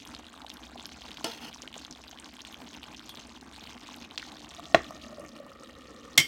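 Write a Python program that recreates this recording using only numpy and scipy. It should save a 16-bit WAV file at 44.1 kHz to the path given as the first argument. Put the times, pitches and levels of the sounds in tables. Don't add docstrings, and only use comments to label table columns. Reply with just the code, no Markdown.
import sys
import numpy as np
from scipy import signal
from scipy.fft import rfft, irfft
from scipy.io import wavfile
from scipy.ndimage import uniform_filter1d

SR = 44100
rng = np.random.default_rng(int(sys.argv[2]) if len(sys.argv) > 2 else 0)


def store_pcm(level_fs):
    pcm = np.round(np.clip(level_fs, -1, 1) * 32767).astype(np.int16)
    wavfile.write(sys.argv[1], SR, np.atleast_2d(pcm).T)


N = 276507

# (time [s],
# nominal level [dB], nominal pitch [Hz])
POPS_AND_TICKS = [(0.0517, -34, 3130), (0.0564, -34, 11200), (0.0746, -31.5, 5700), (0.0856, -39, 9540),
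                  (0.092, -40.5, 1100), (0.14, -38, 1130), (0.149, -26, 4030), (0.165, -34, 3280),
                  (0.2674, -34.5, 3700), (0.331, -39.5, 7650), (0.341, -38, 1200), (0.4187, -32.5, 3580),
                  (0.447, -36.5, 840), (0.4655, -31, 3370), (0.4963, -32, 5630), (0.5015, -26, 3660),
                  (0.5392, -26.5, 12260), (0.5703, -34, 3930), (0.595, -43.5, 1100), (0.633, -37, 3550),
                  (0.758, -39, 770), (0.7973, -28.5, 3370), (0.827, -35, 7440), (0.8566, -21, 4800),
                  (0.866, -26, 11550), (1.0196, -32, 3120), (1.108, -33.5, 2840), (1.116, -27.5, 3520),
                  (1.172, -27.5, 3340), (1.211, -36.5, 930), (1.319, -27.5, 4030), (1.546, -30, 5460),
                  (1.561, -40, 1070), (1.6205, -25, 5970), (1.636, -40.5, 517), (1.6771, -26, 3000),
                  (1.7287, -34, 3000), (1.742, -26.5, 3320), (1.7656, -34.5, 740), (1.7797, -26, 6800),
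                  (1.8498, -28, 3530), (1.9105, -27.5, 6360), (1.926, -30, 5000), (2.0805, -34, 3920),
                  (2.096, -35, 13000), (2.113, -31, 6130), (2.1876, -33, 3120), (2.1991, -30, 7960),
                  (2.2448, -31.5, 5100), (2.406, -30.5, 3430), (2.418, -30.5, 5530), (2.4504, -29.5, 2900),
                  (2.4729, -35.5, 7850), (2.5246, -35, 11550), (2.544, -29.5, 3100), (2.7478, -33.5, 2850),
                  (2.8312, -29.5, 3040), (2.8316, -39, 13100), (2.84, -32, 2940), (2.9379, -43, 3450),
                  (2.9697, -35, 4950), (2.995, -31.5, 3450), (3.0588, -41, 5800), (3.1492, -36, 5950),
                  (3.1552, -32.5, 3800), (3.173, -30.5, 3500), (3.2738, -41, 8700), (3.5626, -33, 4000),
                  (3.611, -37, 3470), (3.673, -31, 2820), (3.8898, -36.5, 1080), (3.943, -30, 3280),
                  (3.9627, -34.5, 10890), (4.1108, -32, 3380), (4.158, -38, 4300), (4.178, -14.5, 3500),
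                  (4.182, -21.5, 4400), (4.1974, -27, 2850), (4.221, -32, 4220), (4.2278, -29, 1870),
                  (4.319, -34, 3350), (4.4465, -34.5, 3240), (4.4914, -35, 7100), (4.5487, -33, 6300),
                  (4.5966, -30.5, 980), (4.656, -27, 3450), (4.8447, -29, 3200), (4.908, -29, 940),
                  (5.0382, -34, 2650), (5.1833, -43, 650), (5.1962, -37, 10100), (5.1985, -37, 620),
                  (5.2496, -35.5, 2260), (5.2912, -35.5, 5330), (5.365, -34, 2740), (5.4015, -40, 560),
                  (5.4657, -38, 905), (5.518, -38, 1240), (5.6359, -40, 8110), (5.6963, -39, 2080),
                  (5.81, -39, 2800), (6.05, -40, 1200)]
# (time [s], level [dB])
BOIL_VIGOUR = [(0, 3.5), (0.25, -2), (0.65, -1), (0.85, 1.5), (1.4, 1.5), (1.75, 1.5), (2.0, -1.5),
               (2.98, 2), (3.4, -1.5), (3.75, 1.5), (4.25, 1), (4.7, 2.5), (5.4, 0), (6.27, -3)]
# (pitch [Hz], relative level [dB])
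BRIGHT_SIZES = [(1500, -46), (2400, -1.5), (3400, 3.5), (5000, -6), (6700, -4.5), (9000, -37.5),
                (11000, -44), (13000, -39), (16000, -42)]
# (pitch [Hz], relative level [dB])
FAT_SIZES = [(350, -51), (600, -1.5), (900, 2.5), (1250, -0.5), (1700, -6.5), (2300, -10.5)]
# (pitch [Hz], relative level [dB])
DROPLET_SIZES = [(7000, -4), (10500, -2), (15000, -0.5)]
# (frequency [Hz], width before broadening [Hz], relative level [dB])
PAN_FLOOR_MODES = [(240.8, 95.4, 4), (289.3, 29, -1), (161, 56, -11.5)]
# (level [dB], share of vigour followed [1], change under the lid [dB])
BOIL_LAYERS = [(-54.5, 0.84, -1), (-56, 0.47, 0.4), (-68.5, 0.85, -7), (-56.5, 0.88, 1.8), (-63.5, 0.4, 1)]
# (frequency [Hz], width before broadening [Hz], level [dB])
LID_AIR_MODES = [(1203, 111, -4.5), (1835, 98, -8), (2250, 350, -17.5), (2800, 130, -18.5)]
# (frequency [Hz], level [dB], free t60 [s])
SPOON_MODES = [(2063, 5.5, 0.079), (2160, 2, 0.25), (2870, -11, 0.11), (3134, -1.5, 0.33), (3320, 6, 0.11),
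               (3450, 3, 0.091), (3990, -35, 0.055), (4710, -4, 0.27), (5600, 2, 0.22), (5880, -3, 0.096),
               (6860, 2, 0.056), (7880, -8.5, 0.26), (8160, -7, 0.086), (8570, -17, 0.084),
               (10270, -1.5, 0.094), (11600, -1.5, 0.089), (13180, 8, 0.12), (13350, -16, .08),
               (14030, 4, 0.062), (15700, 5, 0.075)]
# (time [s], ring level [dB], tilt [dB/octave], share of free ring time [1], thud level [dB], clatter level [dB])
SPOON_HITS = [(1.2428, -42.5, 1.5, 0.26, -69, -26), (6.1765, -19.5, -1, 0.78, -29.5, -8),
              (6.1898, -35, -16, 0.45, -42, -22), (6.1985, -51, -10, 1, -36, -18.5)]
# (frequency [Hz], level [dB], t60 [s])
TABLE_MODES = [(131, 4, 0.083), (195, -7, 0.2), (247, -5, 0.13), (326, -1, 0.13), (490, -3, 0.029),
               (770, -11, 0.11), (1124, -2, 0.076), (1500, -7, 0.022)]
# (frequency [Hz], level [dB], t60 [s])
RIM_MODES = [(329, -5.5, .1), (459, -4.5, 0.17), (670, -6, 0.17), (922, -6.5, 0.17), (1388, -14.5, 0.26),
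             (1800, -16, .15), (2890, -4, 0.1), (4460, -4, 0.059), (5200, -13, 0.17), (6160, -6.5, 0.048)]
# (time [s], level [dB])
RIM_KNOCK = (1.2435, -25.5)
# (start [s], length [s], level [dB], level change over the stroke [dB])
RIM_STROKES = [(1.254, 0.14, -37, -11.5), (1.4, 0.1, -45, 0)]
# (frequency [Hz], level [dB], t60 [s])
HANDLE_MODES = [(3330, 5.5, 0.15), (3670, -2, 0.08), (4450, 1, 0.07), (6500, -8, 0.05), (9300, -4, 0.12),
                (12700, 4, 0.03), (14500, 3, 0.04)]
# (time [s], ring level [dB], clatter level [dB])
HANDLE_CLINK = (3.0922, -43.5, -44.5)
# (frequency [Hz], relative level [dB])
CLATTER_COLOUR = [(200, -44), (600, -5), (1300, -15), (2100, -3), (5400, 0), (7500, -3), (9800, -4),
                  (13000, -15), (16000, -27)]
# (frequency [Hz], level [dB], t60 [s])
LID_MODES = [(54.7, -21, 0.18), (137, -16, 0.14), (322.6, -3, 0.11), (570, -7.5, 0.036), (658, 2.5, 0.05),
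             (773, -3, 0.054), (1130, -8, 0.1), (1460, -16, 0.036), (1800, 10.5, 0.01), (2240, -2, 0.021),
             (2740, 0, 0.01), (3370, -0.5, 0.018), (4050, -9, 0.047)]
# (time [s], ring level [dB], rattle level [dB])
LID_HITS = [(4.7455, -13, -13.5), (4.747, -20.5, -19.5), (4.791, -40, -42)]
# (frequency [Hz], relative level [dB])
BAND_COLOUR = [(40, -30), (130, -13), (400, -4), (800, -6.5), (1850, 0.5), (2500, -10), (4000, -19),
               (6500, -18.5), (9000, -34), (16000, -36)]
# (frequency [Hz], t60 [s])
ROOM_DECAY = [(100, 0.33), (700, 0.17), (2000, 0.25), (5000, 0.21), (12000, 0.3)]
# (frequency [Hz], relative density [dB])
HISS_COLOUR = [(30, -21), (200, -14), (1000, -17), (4000, -17.5), (8000, -39), (11000, -77), (16000, -81)]
# (frequency [Hz], gain [dB])
MIC_RESPONSE = [(30, 2.5), (7000, 0), (9000, -2), (10500, -6.5), (12000, -6.5), (16000, -10)]

POP_CYCLES, PITCH_POWER, HALVING_DB = 2.83, 0.23, 19
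RUMBLE_SWELL_DB = 1.1
LID_NEAR_S, LID_SHUT_S = 4.42, 4.7
LID_MODE_HZ, SINK_HZ_PER_S, SETTLED_HZ = 667, 140, 496
SCRAPE_HISS_DB, TOUCH_S = -4.5, 0.006
SQUEAK_HZ, SQUEAK_SAG_HZ_PER_S, SQUEAK_DB = 3310, 5000, -0.5
SPOON_LOW_HZ = 110
CONTACT_S = 0.00026
AIR_DB = -69.5
EDGE_HZ = 16250


def boil():
    heave = drift(55.0)
    bright_clumps_db = 3.4 * drift(22.0) + 1.2 * heave
    bright = swarm(BRIGHT_SIZES, per_s=750, spread_db=4.5, cycles=2.56, clumps_db=bright_clumps_db, count=200)
    fat = swarm(FAT_SIZES, per_s=600, spread_db=4.0, cycles=1.53, clumps_db=2.7 * heave, count=100)
    droplets = swarm(DROPLET_SIZES, per_s=45, spread_db=3.0, cycles=1.9, clumps_db=2.8 * drift(8.0), count=30)
    lumps = rng.standard_normal(N) * gain_of(2.6 * heave)
    gurgle = resonate_modes(lumps, PAN_FLOOR_MODES, broadening=1.31)
    rumble = resonate(resonate(rng.standard_normal(N), 58, 28), 62.4, 36)
    rumble = rumble * gain_of(RUMBLE_SWELL_DB * drift(6.0))
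    layers = bright, fat, droplets, evened(gurgle), evened(rumble)
    vigour_db, closed = curve(BOIL_VIGOUR, order=1), lid_closed()
    out = np.zeros(N)
    for (db, share, lid_db), layer in zip(BOIL_LAYERS, layers):
        out += gain_of(db + share * vigour_db + lid_db * closed) * layer
    return out


def swarm(sizes, per_s, spread_db, cycles, clumps_db, count):
    at = np.flatnonzero(rng.random(N) < per_s * gain_of(clumps_db) / SR)
    size = gain_of(spread_db * np.minimum(rng.exponential(1, N), 3.0))
    kind = rng.integers(0, count, N)
    shapes = []
    for hz in np.geomspace(sizes[0][0], sizes[-1][0], count):
        shape = bubble(hz, cycles * rng.uniform(0.3, 2.8))
        shape = shape / np.linalg.norm(shape)
        shapes.append(gain_of(read(sizes, hz)) * shape * np.sqrt(hz))
    out = np.zeros(N)
    for n in at:
        add(out, n / SR, size[n] * shapes[kind[n]])
    return evened(out)


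def pops_and_ticks():
    out = np.zeros(N)
    for s, db, hz in POPS_AND_TICKS:
        cycles = POP_CYCLES * (hz / 3000) ** PITCH_POWER * 2 ** (-(db + 32) / HALVING_DB)
        add(out, s - cycles / (3.2 * hz), gain_of(db) * bubble(hz, cycles))
    return out


def bubble(hz, cycles):
    t = np.arange(500) / SR
    u = t * hz * 3.645 / cycles
    glide = rng.uniform(-0.01, 0.025)
    tone = u * np.exp(1 - u) * np.sin(2 * np.pi * cycles / 3.71 * u * (1 + glide * u))
    snap = 0.33 * rng.standard_normal(500) * u * np.exp(1 - 1.55 * u)
    echoes = rng.standard_normal(500) * (rng.random(500) < 0.06)
    echoes *= gain_of(-60 * t / 0.014) * (t > 0.0006)
    echoes *= gain_of(-6.0) / (np.linalg.norm(echoes) + 1e-9)
    echoes[0] = 1
    return np.convolve(tone + snap, echoes)


def lid_space(x):
    closed = lid_closed()
    since_shut_s = np.arange(N) / SR - LID_SHUT_S
    lowest_hz = np.maximum(LID_MODE_HZ - SINK_HZ_PER_S * since_shut_s, SETTLED_HZ)
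    seethe = gain_of(-40.5) * rng.standard_normal(N) * gain_of(5.0 * drift(134.0))
    drive = seethe + gain_of(5.5) * x
    rung = gain_of(2.5) * resonate(drive, lowest_hz, 59)
    rung += resonate_modes(drive, LID_AIR_MODES, broadening=2.55)
    middle = signal.butter(2, [420, 3600], "band", fs=SR, output="sos")
    held = signal.sosfiltfilt(middle, x)
    return x + closed * (rung - 0.6 * held)


def lid_closed():
    return np.clip((np.arange(N) / SR - LID_NEAR_S) / (LID_SHUT_S - LID_NEAR_S), 0, 1)


def spoon():
    low_cut = signal.butter(2, SPOON_LOW_HZ, "high", fs=SR, output="sos")
    return signal.sosfilt(low_cut, spoon_knocks() + rim_scrape())


def spoon_knocks():
    out = np.zeros(N)
    for s, db, tilt_db, free, thud_db, clatter_db in SPOON_HITS:
        clatter = rattle(CLATTER_COLOUR, 0.034, 0.17 * free, -21.5)
        blow = gain_of(db) * ring(SPOON_MODES, tilt_db, free, rough=0.8)
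        blow += gain_of(thud_db) * ring(TABLE_MODES)
        blow += gain_of(clatter_db) * clatter
        add(out, s, blow)
    knock_s, knock_db = RIM_KNOCK
    add(out, knock_s, gain_of(knock_db) * ring(RIM_MODES))
    clink_s, clink_db, clatter_db = HANDLE_CLINK
    clink = gain_of(clink_db) * ring(HANDLE_MODES, rough=0.83)
    clink += gain_of(clatter_db) * rattle(CLATTER_COLOUR, 0.03, 0.1, -13)
    add(out, clink_s, clink)
    return out


def rim_scrape():
    t = np.arange(N) / SR
    slips = rng.standard_normal(N) * gain_of(3.6 * drift(170.0))
    rim = signal.oaconvolve(slips, ring(RIM_MODES, 2.7, 0.08))[:N]
    hiss = np.diff(slips, prepend=0) + 0.45 * slips
    squeak_hz = SQUEAK_HZ - SQUEAK_SAG_HZ_PER_S * (t - RIM_STROKES[-1][0])
    squeak = resonate(slips, np.clip(squeak_hz, 500, SQUEAK_HZ), 230)
    rubbed = evened(rim) + gain_of(SCRAPE_HISS_DB) * evened(hiss) + gain_of(SQUEAK_DB) * evened(squeak)
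    pressure = np.zeros(N)
    for s, length, db, fade_db in RIM_STROKES:
        touch = np.clip(np.minimum(t - s, s + length - t) / TOUCH_S, 0, 1)
        pressure += gain_of(db + fade_db * (t - s).clip(0, length) / length) * touch
    return evened(rubbed) * pressure


def lid_landing():
    out = np.zeros(N)
    for s, db, rattle_db in LID_HITS:
        band = rattle(BAND_COLOUR, 0.031, 0.23, -21.5)
        add(out, s, gain_of(db) * ring(LID_MODES) + gain_of(rattle_db) * band)
    return out


def ring(modes, tilt_db=0, free=1, rough=0.7):
    t = np.arange(SR // 3) / SR
    out = np.zeros(len(t))
    share = np.clip(rough, 0, 1) * (1 - np.exp(-t / 0.0022))
    for hz, db, t60 in modes:
        smooth_s = min(9.0 / hz + 0.0014, 0.03)
        a, b = uniform_filter1d(rng.standard_normal((2, len(t))), int(SR * smooth_s))
        chance = (evened(a) + 1j * evened(b)) / np.sqrt(2)
        waver = rng.choice([-1, 1]) * (1 - share) + share * chance
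        level_db = db + tilt_db * np.log2(hz / 3000) - 60 * t / (t60 * free)
        out += gain_of(level_db) * (waver * np.exp(2j * np.pi * hz * t)).imag
    return out * np.minimum(t / CONTACT_S, 1)


def rattle(colour, crack_t60, tail_t60, tail_db):
    t = np.arange(SR // 3) / SR
    grain = evened(uniform_filter1d(rng.standard_normal(len(t)), 90))
    grit = rng.standard_normal(len(t)) * gain_of(2.4 * grain)
    noise = evened(coloured(grit, colour))
    decay = gain_of(-60 * t / crack_t60) + gain_of(tail_db - 60 * t / tail_t60)
    return noise * decay * np.minimum(t / 0.0012, 1)


def room(x):
    taps = np.zeros(SR // 2)
    at = np.arange(100, SR // 2 - 20, 20)
    taps[at + rng.integers(0, 20, len(at))] = rng.choice([-1.0, 1.0], len(at))
    hz, t, z = signal.stft(taps, SR, nperseg=256)
    z = z * gain_of(-60 * t / read(ROOM_DECAY, hz)[:, None])
    tail = signal.istft(z, SR, nperseg=256)[1]
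    return signal.fftconvolve(x, tail / np.linalg.norm(tail))[:N]


def air():
    return gain_of(AIR_DB) * evened(coloured(rng.standard_normal(N), HISS_COLOUR))


def resonate(x, hz, width):
    turn = np.exp(2j * np.pi * np.cumsum(hz * np.ones(len(x))) / SR)
    r = np.exp(-np.pi * width / SR)
    return 2 * (turn * signal.lfilter([1 - r], [1, -r], x / turn)).real


def resonate_modes(x, modes, broadening):
    out = np.zeros(len(x))
    for hz, width, db in modes:
        once = resonate(x, hz, broadening * width)
        out += gain_of(db) * resonate(once, hz, broadening * width)
    return out


def coloured(x, spectrum):
    return irfft(rfft(x) * gain_of(read(spectrum, np.fft.rfftfreq(x.shape[-1], 1 / SR))), x.shape[-1])


def drift(hz):
    width = int(SR / hz)
    return evened(uniform_filter1d(uniform_filter1d(rng.standard_normal(N), width), width))


def gain_of(db):
    return 10 ** (np.asarray(db) / 20)


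def evened(x):
    return x / np.sqrt(np.mean(x ** 2) + 1e-20)


def read(points, hz):
    f, value = np.transpose(points)
    return np.interp(np.log(hz + 1), np.log(f + 1), value)


def curve(rows, order):
    rows = np.array(rows)
    return np.interp(np.arange(N) / SR, rows[:, 0], rows[:, order])


def add(mix, s, sound):
    part = mix[round(s * SR):][:len(sound)]
    part += sound[:len(part)]


def scene():
    pan = lid_space(boil() + pops_and_ticks())
    knocks = spoon() + lid_landing()
    echo = room(gain_of(-13.5) * pan + gain_of(-14.5) * knocks)
    return (pan + knocks + echo + air())[None]


def record(dry):
    x = coloured(dry, MIC_RESPONSE)
    x = signal.sosfilt(signal.butter(3, 42, "high", fs=SR, output="sos"), x)
    band_limit = signal.firwin(511, EDGE_HZ, window=("kaiser", 9), fs=SR)
    return signal.oaconvolve(x, band_limit[None], "same")


dry = scene()
out = record(dry)
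store_pcm(out)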